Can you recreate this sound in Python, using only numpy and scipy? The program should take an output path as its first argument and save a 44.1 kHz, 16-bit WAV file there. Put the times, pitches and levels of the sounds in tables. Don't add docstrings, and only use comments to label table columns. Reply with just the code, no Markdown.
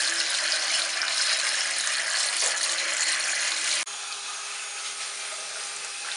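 import sys
import numpy as np
from scipy import signal
from scipy.fft import rfft, irfft
from scipy.io import wavfile
from scipy.ndimage import uniform_filter1d

SR = 44100
rng = np.random.default_rng(int(sys.argv[2]) if len(sys.argv) > 2 else 0)


def store_wav(level_fs):
    pcm = np.round(np.clip(np.atleast_2d(level_fs), -1, 1) * 32767)
    wavfile.write(sys.argv[1], SR, pcm.T.astype(np.int16))


def amplitude_ratio(level_db):
    exponent = np.asarray(level_db, float) / 20
    return 10 ** exponent


N = 271656

CHANGE_S, RETURN_S = 3.8306, 3.8575
# (centre [Hz], width [Hz], level [dB])
MIC_NOTCH = [(7905, 330, -10)]


def evened(x):
    return x / np.sqrt(np.mean(x ** 2) + 1e-20)


def add(mix, s, sound):
    part = mix[round(s * SR):][:len(sound)]
    part += sound[:len(part)]


def bell(t, middle, length):
    return np.cos(np.pi * np.clip((t - middle) / length, -.5, .5)) ** 2


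def drift(ms):
    size = max(round(ms * SR / 1000), 1)
    smooth = uniform_filter1d(rng.standard_normal(N), size)
    return evened(uniform_filter1d(smooth, size))


def bandpassed_noise(order, lo_hz, hi_hz, length):
    band = signal.butter(order, [lo_hz, hi_hz], "bandpass", fs=SR, output="sos")
    return evened(signal.sosfilt(band, rng.standard_normal(length)))


def coloured(x, colour, modes):
    hz = np.fft.rfftfreq(16384, 1 / SR)
    f, db = np.transpose(colour)
    db = np.interp(np.log(hz + 1), np.log(f), db)
    db = db + sum(top / (1 + (2 * (hz - at) / width) ** 2) for at, width, top in modes)
    log_gain = np.log(amplitude_ratio(np.concatenate([db, db[-2:0:-1]])))
    taps = np.fft.ifft(np.exp(np.conj(signal.hilbert(log_gain)))).real[:8192]
    return signal.oaconvolve(x, taps)[:N]


def bathroom(x, t60, wet_db, turns_per_s):
    t, lag = np.arange(N) / SR, np.arange(SR // 3) / SR
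    tails = rng.standard_normal((3, len(lag))) * amplitude_ratio(-60 * lag / t60) * (lag > .003)
    walls = signal.butter(1, [700, 3500], "bandpass", fs=SR, output="sos")
    tails = signal.sosfilt(walls, tails)
    wet = np.zeros(N)
    for k, tail in enumerate(tails):
        share = np.cos(np.pi * (turns_per_s * t + k / 3)) * np.sqrt(2 / 3)
        wet += signal.oaconvolve(share * x, tail / np.linalg.norm(tail))[:N]
    return x + amplitude_ratio(wet_db) * wet


def tub_echo(x, t60, wet_db):
    at = np.arange(60, 6000, 20) + rng.integers(0, 20, 297)
    taps = np.zeros(6100)
    taps[at] = rng.choice([-1., 1.], 297) * amplitude_ratio(-60 * at / SR / t60)
    return x + amplitude_ratio(wet_db) * signal.oaconvolve(x, taps / np.linalg.norm(taps))[:N]


def wandering(x, pockets, unrest):
    flutter_share, wobble_share = 0.33, 0.04
    hz, t, z = signal.stft(x, SR, nperseg=2048, noverlap=1536)
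    chance = rng.standard_normal((len(pockets), 2, len(t)))
    chance = evened(uniform_filter1d(uniform_filter1d(chance, size=3), size=3))
    db = np.zeros(z.shape)
    for (middle, length, at, width, top), (flutter, wobble) in zip(pockets, chance):
        height = top * np.sqrt(bell(t, middle, length))
        height = height * (1 + unrest * flutter_share * np.clip(flutter, -2, 1.2))
        centre = at * (1 + unrest * wobble_share * wobble * width / 400)
        db += height / (1 + (2 * (hz[:, None] - centre) / width) ** 2)
    return signal.istft(z * amplitude_ratio(db), SR, nperseg=2048, noverlap=1536)[1][:N]


def played(x, curve, wavers, layers, rumble_db):
    band_edges_hz = [460, 1000, 3000, 6000]
    t = np.arange(0, N + 64, 64) / SR
    s, flow_db, plunge_db = np.transpose(curve)
    flow_db, plunge_db = np.interp(t, s, flow_db), np.interp(t, s, plunge_db)
    for at, length, flow_change, plunge_change in wavers:
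        moment = bell(t, at, 2 * length)
        flow_db = flow_db + flow_change * moment
        plunge_db = plunge_db + plunge_change * moment
    levels_db = [rumble_db]
    for db, slope in layers:
        levels_db.append(np.interp(np.arange(N) / SR, t, flow_db + db + slope * plunge_db))
    octave, z = np.log2(np.fft.rfftfreq(N, 1 / SR) + 1), rfft(x)
    above = [1] + [np.clip(.5 + 2 * (octave - np.log2(e)), 0, 1) for e in band_edges_hz] + [0]
    out = np.zeros(N)
    for k, db in enumerate(levels_db):
        out += amplitude_ratio(db) * evened(irfft(z * (above[k] - above[k + 1]), N))
    return out


def hose():
    # (pitch [Hz], rms level [dB])
    pipe_note = [(405.5, -61), (812, -56)]
    out = np.zeros(N)
    for hz, db in pipe_note:
        level = np.sqrt(2) * amplitude_ratio(db + .7 * drift(150))
        out += level * np.sin(2 * np.pi * np.cumsum(hz + 0.8 * drift(149)) / SR)
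    return out


def spray(patchy_db, flicker_db):
    frames, hz = N // 64 + 5, np.fft.rfftfreq(256, 1 / SR)
    a, b, patches = rng.standard_normal((frames, 129, 3)).T
    patches = evened(uniform_filter1d(uniform_filter1d(patches, size=4, axis=0), size=30, axis=1))
    flicker = np.resize(drift(18)[::64], frames) * np.clip(hz / 4000, 0, 1)[:, None]
    z = (a + 1j * b) * amplitude_ratio(patchy_db * patches + flicker_db * flicker)
    return evened(signal.istft(z, nperseg=256, noverlap=192)[1][:N])


def spatter(per_s, spread_db, ms):
    size = amplitude_ratio(spread_db * np.minimum(rng.exponential(1, N), 3))
    hits = size * (rng.random(N) < per_s / SR * amplitude_ratio(4.0 * drift(40)))
    puff = np.exp(-np.arange(400) / SR * 1000 / ms)
    puffs = signal.oaconvolve(hits, puff)[:N] * rng.standard_normal(N)
    return evened(np.diff(puffs, prepend=0))


def bubble(hz, cycles, glide, rise):
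    u = np.arange(round(4 * cycles * SR / hz)) * hz / SR / cycles
    ring = np.sin(2 * np.pi * cycles * (u + glide * u ** 2))
    ring = ring * (1 - np.exp(-u / rise)) * np.exp(-2 * u)
    return ring / abs(ring).max()


def bubbles(per_s, spread_db, cycles, clump_db):
    clumps = amplitude_ratio(clump_db * drift(25))
    size = amplitude_ratio(spread_db * np.minimum(rng.exponential(1, N), 2.7))
    size = size * (rng.random(N) < per_s / SR * clumps)
    kinds = np.geomspace(400, 10500, num=36)
    kind = rng.choice(len(kinds), N, p=np.sqrt(kinds) / np.sqrt(kinds).sum())
    out = np.zeros(N)
    for k, hz in enumerate(kinds):
        ring = bubble(hz, cycles * rng.uniform(0.35, 1.69), 0.03, 0.046)
        ring = evened(ring) / np.sqrt(len(ring)) * hz ** .25
        out += signal.oaconvolve(size * (kind == k), ring)[:N]
    return evened(out)


def shower():
    # (time [s], flow level [dB], plunge [dB])
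    flow = [
        (3.9, -40.5, 0),
        (5.21, -39, 0),
        (5.55, -40, 0.011),
        (5.57, -38.5, 0),
        (5.98, -41, 0),
        (6.12, -38, 0),
        (6.16, -39, 0),
    ]
    # (pitch [Hz], level per Hz [dB])
    colour = [(40, -55), (68, -46), (90, -39.5), (300, -31), (500, -18), (1000, -16), (1400, -9),
              (1950, -10.5), (2500, -9), (3000, -12), (5000, -11), (7000, -17), (9500, -15.5), (10600, -22)]
    # (pitch [Hz], width [Hz], level [dB])
    pipe = [(156, 37, 4), (270.3, 14, 8.5), (396, 37, 6.5), (828, 14, 6), (1117, 20, 3), (3380, 65, 3),
            (3430, 63, -4.5), (4100, 110, 3.5), (5820, 79, 2.5)]
    # (middle [s], length [s], pitch [Hz], width [Hz], level [dB])
    head = [(4.1, 2.4, 2540, 270, 6.5), (5.15, 0.47, 2300, 340, 4), (6.07, .8, 2580, 200, 9),
            (3.95, 0.52, 6680, 280, 10.5), (4.36, .4, 6500, 200, 9), (3.68, 2.07, 1100, 420, 7.5),
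            (4.86, 2.8, 1247, 67, 11.5), (5.36, 0.59, 640, 66, 11), (5.85, 0.48, 840, 32, -2),
            (6.28, 1, 1570, 55, 9), (5.67, 0.52, 1530, 80, 5.5), (4.55, .25, 6850, 150, 10),
            (4.16, 0.72, 2080, 340, -5.5), (4.9, 0.22, 2100, 2800, -1), (4.5, 0.081, 2600, 1400, 3),
            (4.7, 0.14, 4400, 3700, -3), (3.67, 1.5, 3450, 390, 7), (3.4, 3.5, 450, 210, -8),
            (5.62, 0.67, 165, 66, 9.5), (5.5, 0.12, 2900, 2000, -1.5), (4.58, 0.27, 2900, 440, 3.5),
            (4.25, 0.26, 3950, 250, 4), (4.88, 0.19, 6550, 200, 10), (5.3, .15, 3550, 250, 4),
            (4.7, .24, 6640, 180, 14.5), (4.17, .1, 1300, 300, -5), (5.3, .6, 3660, 45, 8),
            (5.7, 0.72, 4900, 110, 6), (5.43, 1.5, 8570, 270, 7), (5.63, 0.53, 2400, 150, 5),
            (5.5, .6, 4200, 140, 2)]
    # (share of flow [dB], change per dB of plunge [dB])
    layers = [(-11.5, 0.99), (-1.5, 0.4), (-1, -0.099), (2, -0.16)]
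    # (middle [s], length [s], flow change [dB], plunge change [dB])
    wavers = [
        (4.2, 0.076, -0.5, -1.5),
        (4.288, 0.039, 2, -2),
        (4.86, 0.035, 2, -1.5),
        (4.96, 0.053, -2, -2),
        (5.03, 0.11, 2, 0.5),
        (5.17, 0.064, 0.5, -3),
        (5.85, .04, 0.5, 3),
        (5.97, 0.11, 0.5, -2.5),
        (6.15, 0.062, 1, -2.5),
    ]
    froth = bubbles(per_s=2500, spread_db=4.0, cycles=13, clump_db=1.0)
    water = amplitude_ratio(-11.5) * tub_echo(froth, 0.066, -2.1) + spray(patchy_db=1.0, flicker_db=0.26)
    water = bathroom(wandering(water, head, 0.77), t60=0.7, wet_db=-8, turns_per_s=0.618)
    return played(coloured(water, colour, pipe + MIC_NOTCH), flow, wavers, layers, rumble_db=-63)


def surges():
    # (time [s], peak level [dB], low [Hz], high [Hz], 60 dB decay [s])
    swells = [
        (6.04, -39.5, 900, 5000, 0.8),
        (6.09, -37, 1400, 5500, 0.65),
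        (4.84, -33, 2400, 4400, 0.45),
        (4.995, -33, 2000, 5500, 0.55),
        (5.2, -37, 2000, 5300, .5),
        (4.77, -36, 1500, 5000, .4),
        (4.3, -42, 2400, 4500, 0.7),
        (5.4, -48, 1200, 4300, 0.35),
    ]
    out, t = np.zeros(N), np.arange(SR // 4) / SR
    for s, db, lo_hz, hi_hz, t60 in swells:
        burst = bandpassed_noise(2, lo_hz, hi_hz, len(t))
        rise = np.minimum(t / 0.021, 1)
        add(out, s, amplitude_ratio(db - 60 * t / t60) * burst * rise * bell(t, 0, 2 * t[-1]))
    return out


def slaps():
    # (time [s], peak level [dB], low [Hz], high [Hz], 60 dB decay [s])
    knocks = [
        (.745, -56, 130, 260, 0.22),
        (2.424, -35, 470, 810, 0.55),
        (2.423, -30.5, 570, 2800, 0.19),
        (2.85, -43, 500, 630, 0.5),
        (1.4, -29, 1800, 11000, 0.016),
    ]
    change_tick = [
        (3.8385, -46, 1200, 11000, .008),
        (3.8415, -57, 1200, 10500, .011),
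    ]
    out, t = np.zeros(N), np.arange(SR // 4) / SR
    for s, db, lo_hz, hi_hz, t60 in knocks + change_tick:
        burst = bandpassed_noise(3, lo_hz, hi_hz, len(t))
        add(out, s, amplitude_ratio(db - 60 * t / t60) * burst * np.minimum(t / t60 / 0.013, 1))
    return out


def single_bubbles():
    # (time [s], peak level [dB], pitch [Hz], ring [cycles])
    pops = [(0.076, -14.5, 4400, 4.1), (0.097, -16, 6660, 6.5), (0.348, -12.5, 3860, 3.6),
            (0.5216, -10, 4800, 4.5), (0.819, -12.5, 4100, 4.3), (1.0170, -12.5, 5270, 5.9),
            (1.081, -15.5, 4130, 4.8), (1.1795, -18, 5000, 9.1), (1.2135, -14, 5006, 7.3),
            (1.2934, -13.5, 4820, 4.1), (1.3285, -15.5, 4800, 7.5), (1.5638, -25, 6060, 5),
            (1.608, -15, 5300, 8), (1.7848, -12, 8950, 5.4), (1.8733, -12, 6400, 4.1),
            (2.1508, -18.5, 4200, 9.2), (2.233, -17, 5350, 6.7), (2.2873, -18.5, 4170, 8),
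            (2.3673, -9, 9200, 2.9), (2.461, -11, 7140, 5.6), (2.563, -20, 6870, 7.7),
            (2.6936, -17, 4080, 5.7), (2.936, -15, 7400, 3.9), (2.968, -15, 7300, 5.2),
            (3.008, -12.5, 7000, 6.9), (3.021, -15, 6960, 9.7), (3.088, -19, 5200, 4),
            (2.723, -18, 7400, 5), (3.1235, -14, 9150, 8.7), (3.206, -20.5, 4350, 6.5),
            (3.24, -16.5, 5700, 6), (3.5195, -15, 4070, 3.6), (3.714, -13.5, 4290, 4.5)]
    plops = [(0.1216, -21, 1700, 6.7), (0.2113, -22, 2800, 7.3), (0.3877, -21, 1990, 5.6),
             (0.7048, -22, 2210, 9.7), (0.7532, -22, 2890, 9.8), (1.0304, -17.5, 1490, 4.1),
             (1.192, -26, 1490, 9), (1.996, -19.5, 1920, 7.4), (2.08, -19, 1850, 5.1),
             (2.1428, -16.5, 1700, 4.5), (2.5450, -28, 1680, 20)]
    drips = [
        (4.125, -19, 4600, 3.5),
        (5.638, -22.5, 6040, 3),
        (5.670, -24, 7100, 5),
        (5.764, -19, 7400, 2.5),
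        (5.847, -18, 7200, 2.8),
        (4.975, -25, 9600, 6),
        (5.405, -27, 6000, 6),
        (6.116, -21, 3770, 6),
    ]
    gulps = [
        (.835, -33, 653, 8.8),
        (5.322, -38.5, 618, 11),
        (5.556, -35, 1440, 20),
        (6.047, -30, 1350, 6),
        (6.07, -33, 1305, 8.6),
        (6.087, -28, 1830, 6.5),
    ]
    ticks = [(0.046, -11, 4400, 6), (0.1585, -16, 4020, 6), (0.202, -8.5, 4200, 7.2),
             (0.2952, -16, 3700, 6), (0.3351, -22, 4150, 6), (0.4574, -17, 4130, 6), (0.539, -11, 4130, 6),
             (0.644, -19.5, 5150, 6), (0.6809, -12, 4320, 6), (0.6983, -12, 4080, 6), (0.796, -10, 4220, 6),
             (1.1233, -13, 4300, 6), (1.3987, -10.5, 4150, 6), (1.8003, -16, 4150, 6.7),
             (1.8098, -12, 6570, 11), (1.937, -20, 5240, 6), (1.953, -12, 4210, 7.5),
             (1.9834, -13, 4170, 6.6), (2.1111, -14, 4320, 6), (2.171, -10, 4250, 6),
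             (2.2048, -11, 4010, 5.3), (2.404, -17, 4230, 6), (2.441, -8, 7390, 6), (2.4743, -5, 6960, 6.5),
             (2.579, -11, 6760, 6), (2.61, -14.5, 4440, 6), (2.638, -8, 4270, 6), (2.7832, -11, 4140, 6.6),
             (3.1173, -12, 5350, 6.6), (3.131, -10.5, 4030, 6.8), (3.3418, -19, 4160, 6),
             (3.4695, -20, 4500, 6), (3.4774, -18, 6700, 6), (3.5794, -20, 3740, 6), (3.6526, -23, 4220, 6),
             (3.6765, -20, 4250, 6), (3.735, -12, 3960, 6), (3.7814, -17, 3950, 5.5)]
    glugs = [(2.4228, -18, 2080, 9), (2.4605, -21, 1780, 9), (2.5805, -20, 1870, 9),
             (2.6105, -16.5, 1850, 9), (2.6623, -18, 2620, 9), (2.6954, -22, 1750, 9),
             (2.7586, -19.5, 1950, 9), (2.8159, -18, 2010, 9), (2.8792, -21, 1800, 9),
             (2.9204, -20, 1700, 9.7), (2.966, -26, 1700, 8), (3.012, -22, 1700, 9), (3.1515, -17, 1860, 9),
             (3.1718, -20, 1740, 9), (3.2589, -21, 1770, 9), (3.2928, -20, 2380, 9), (3.3319, -18, 1730, 9),
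             (3.379, -21.5, 1980, 9), (3.4657, -20, 1990, 9), (3.7274, -19, 2240, 9),
             (0.4559, -20, 1780, 9),
        (0.4803, -24, 1470, 7.3),
        (0.7831, -22, 1470, 9),
        (0.9697, -20, 1680, 9),
        (1.274, -20, 1480, 9),
        (1.3164, -18, 1700, 9),
        (1.467, -15.5, 2080, 9),
        (1.5432, -18, 1700, 9.7),
        (1.7125, -19.5, 2050, 9),
    ]
    trickles = [
        (4.5506, -29, 2590, 14),
        (4.595, -23.5, 2600, 14),
        (4.7755, -26, 2570, 14),
        (4.899, -32, 2460, 14),
        (5.0, -26.5, 2500, 14),
        (5.2111, -30, 2310, 14),
        (5.247, -28, 2470, 14),
        (5.5338, -34, 2450, 14),
        (5.8311, -30, 2620, 14),
    ]
    # (time [s], peak level [dB], pitch [Hz])
    spits = [(0.02, -23, 9700), (0.1366, -15, 10000), (0.3032, -12, 9760), (0.3486, -22, 8790),
             (0.5217, -23, 9010), (0.715, -20, 9550), (1.1204, -24, 9160), (1.1463, -20, 9180),
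             (1.222, -12, 8890), (1.4431, -19, 8780), (1.6586, -23, 8260), (1.71, -15.5, 9050),
             (1.8612, -15, 9720), (1.8731, -16, 8650), (1.9694, -17, 8870), (2.1001, -17, 9590),
             (2.1974, -14, 9270), (2.233, -13, 8110), (2.4184, -12, 9900), (2.515, -20, 8340),
             (2.6274, -30, 9830), (2.6424, -28, 8310), (2.7312, -25, 9220), (3.1991, -14, 9390),
             (3.2824, -17, 9670), (3.3199, -21, 9400), (3.447, -18, 9600), (3.6124, -17, 8550),
             (3.8018, -26, 8980)]
    out = np.zeros(N)
    for s, db, hz, cycles in pops + plops + drips + gulps:
        add(out, s, amplitude_ratio(db + 0.5) * bubble(hz, np.clip(cycles, 1, 40), 0.0063, 0.25))
    for s, db, hz, cycles in ticks + glugs + trickles:
        add(out, s, amplitude_ratio(db - 5.5) * bubble(hz, np.clip(cycles, 1, 40), 0.011, 0.15))
    for s, db, hz in spits:
        add(out, s, amplitude_ratio(db - 2.5) * bubble(hz, 9.2, 0.01, 0.12))
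    for s, db, hz, cycles in pops:
        twin = bubble(0.8 * hz, np.clip(0.51 * cycles, 1, 40), 0.02, 0.2)
        add(out, s + 0.001534, amplitude_ratio(db - 14.0) * twin)
    no_bass = signal.butter(2, 300, "highpass", fs=SR, output="sos")
    out = signal.sosfilt(no_bass, tub_echo(out, 0.052, -3.0))
    sample = np.arange(N)
    silent = (sample > CHANGE_S * SR) * (sample < RETURN_S * SR)
    return out * (1 - silent)


def jet():
    # (time [s], flow level [dB], plunge [dB])
    flow = [
        (0.0, -24, 0),
        (0.02, -27.5, 0),
        (0.81, -27, 0),
        (0.94, -27, 0),
        (1.2, -26.5, 0),
        (2.07, -29, 0.023),
        (2.18, -27, 0),
        (3.66, -27.5, 0),
        (3.73, -27.5, 0),
        (3.82, -25.5, 0.011),
    ]
    # (pitch [Hz], level per Hz [dB])
    colour = [(40, -63), (68, -39), (90, -34), (300, -24.5), (450, -22), (600, -13), (900, -12), (1500, -6),
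              (2200, -5.5), (3400, -2.5), (5000, -1), (7000, -6.5), (9600, -7.5), (10600, -13)]
    # (pitch [Hz], width [Hz], level over the colour [dB])
    tub = [(93.5, 13, 10.5), (119, 15, 6), (152.4, 7.5, 9), (162.5, 2.3, 9), (267, 33, 5.5),
           (333.7, 14.7, 17), (373, 23, 4), (552, 13.6, 9.5), (637, 80, 3.5), (1126, 170, -4.5),
           (1700, 30, 3), (2410, 90, -2.5)]
    # (middle [s], length [s], pitch [Hz], width [Hz], level [dB])
    pool = [(0.2, 1.8, 1560, 350, 7), (1.85, 1.77, 1810, 510, 5.5), (3.1, 0.94, 1900, 520, 5),
            (0.49, 2.37, 4110, 410, 9), (1.54, 1.3, 4100, 440, 8), (2.87, 2.35, 4270, 330, 11),
            (0.85, 5.1, 5170, 320, 6.5), (3.74, 0.38, 4040, 300, 7), (3.1, 1.7, 6800, 600, 5),
            (0.75, 1.8, 650, 140, 2), (2.74, 0.84, 540, 46, 5.5), (2.5, 2.9, 9300, 1600, 4),
            (2.65, 0.86, 345, 23, 6), (0.092, 0.33, 325, 42, 9), (2.27, 0.23, 2100, 470, -8),
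            (0.754, 0.11, 3000, 400, 9), (2.23, 1.2, 1030, 360, 5), (1.3, 0.37, 690, 450, -4.5),
            (2.16, 0.2, 440, 260, -10), (3.5, 0.6, 2100, 500, 1), (3.57, .6, 560, 100, -5.5),
            (3.3, 0.34, 2150, 710, -2.5), (3.74, .16, 4400, 700, 1.5), (3.025, .08, 4400, 350, 5.5),
            (1.62, 0.27, 3000, 810, 2), (2.88, 0.16, 4300, 500, -2), (2.5, 0.65, 1330, 58, 5.5),
            (.1, .3, 2400, 500, -2.5)]
    # (share of flow [dB], change per dB of plunge [dB])
    layers = [(-18, 0.07), (-5.5, 0.12), (-6.5, -0.31), (-5.5, -0.35)]
    # (middle [s], length [s], flow change [dB], plunge change [dB])
    wavers = [(0.01, 0.12, 2.5, -1.5), (0.746, 0.12, 1.5, -4), (1.03, 0.15, 0, 12.5),
              (1.27, 0.069, 0.5, -2.5), (2.04, 0.045, 2, 9), (2.212, 0.055, 0, -8), (2.399, 0.045, -6, -19),
              (2.45, 0.14, 2, -4.5), (2.55, 0.028, -0.5, 16), (2.633, 0.033, -1, -9), (2.727, 0.033, 2, -1),
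              (2.763, 0.031, -1, 12), (2.878, 0.14, 0.5, 12.5), (3.03, 0.021, 3.5, -5),
              (3.14, 0.033, 0.5, -1), (3.183, 0.018, -1.5, 14), (3.74, 0.19, 1, -3.5),
              (0.1, 0.058, -0.5, 0), (0.202, 0.036, 0, -7), (0.37, 0.067, 0, -3.5), (0.428, 0.031, 0, 5),
              (0.55, 0.038, 0.5, -4), (1.202, 0.042, 2, 2), (1.304, .04, 3, 12), (1.593, 0.057, 3, 3),
              (1.814, 0.049, -1, -5), (1.917, 0.071, 1, 1), (3.29, 0.049, 2.5, 4), (3.455, .07, 1, 5)]
    froth = bubbles(per_s=1500, spread_db=4.0, cycles=7.8, clump_db=2.5)
    water = tub_echo(froth, 0.011, -7.5) + spray(patchy_db=0.24, flicker_db=-2.0)
    water = evened(bathroom(water, t60=0.42, wet_db=-5.5, turns_per_s=0.49))
    water = water + amplitude_ratio(-6.0) * bubbles(per_s=900, spread_db=2.5, cycles=8.7, clump_db=4.5)
    water = water + amplitude_ratio(-12.0) * spatter(per_s=220, spread_db=-3.0, ms=1.3)
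    water = wandering(water, pool, 0.93)
    return played(coloured(water, colour, tub + MIC_NOTCH), flow, wavers, layers, rumble_db=-56.5)


def scene():
    t = np.arange(N) / SR
    before = amplitude_ratio(np.interp(t - CHANGE_S, [0, .0012, .004, .015, .03], [0, -40, -62, -80, -90]))
    before = before * (t < RETURN_S)
    after = np.clip((t - RETURN_S) / .02, 0, 1)
    water = before * jet() + after * (shower() + hose())
    water = water + single_bubbles() + slaps() + surges()
    return np.array([water, water])


def low_pass(x):
    return signal.sosfilt(signal.butter(12, 11180, fs=SR, output="sos"), x)


def band_limited(x, edge_hz):
    taps = signal.firwin(numtaps=191, cutoff=edge_hz, window=("kaiser", 8), fs=SR)
    return signal.oaconvolve(x, taps[None], "same")


def record(dry):
    edge_hz = 10692
    wide, narrow = band_limited(dry, edge_hz), band_limited(dry, edge_hz - 250)
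    block_s = np.arange(N // 1024 + 1) * 1024 / SR
    chance = np.where(block_s < CHANGE_S, .7, .92)
    kept = 1. * (rng.random(len(block_s)) < chance)
    kept = uniform_filter1d(np.repeat(kept, 1024)[:N], size=512)
    return low_pass(narrow + kept * (wide - narrow))


dry = scene()
out = record(dry)
store_wav(out)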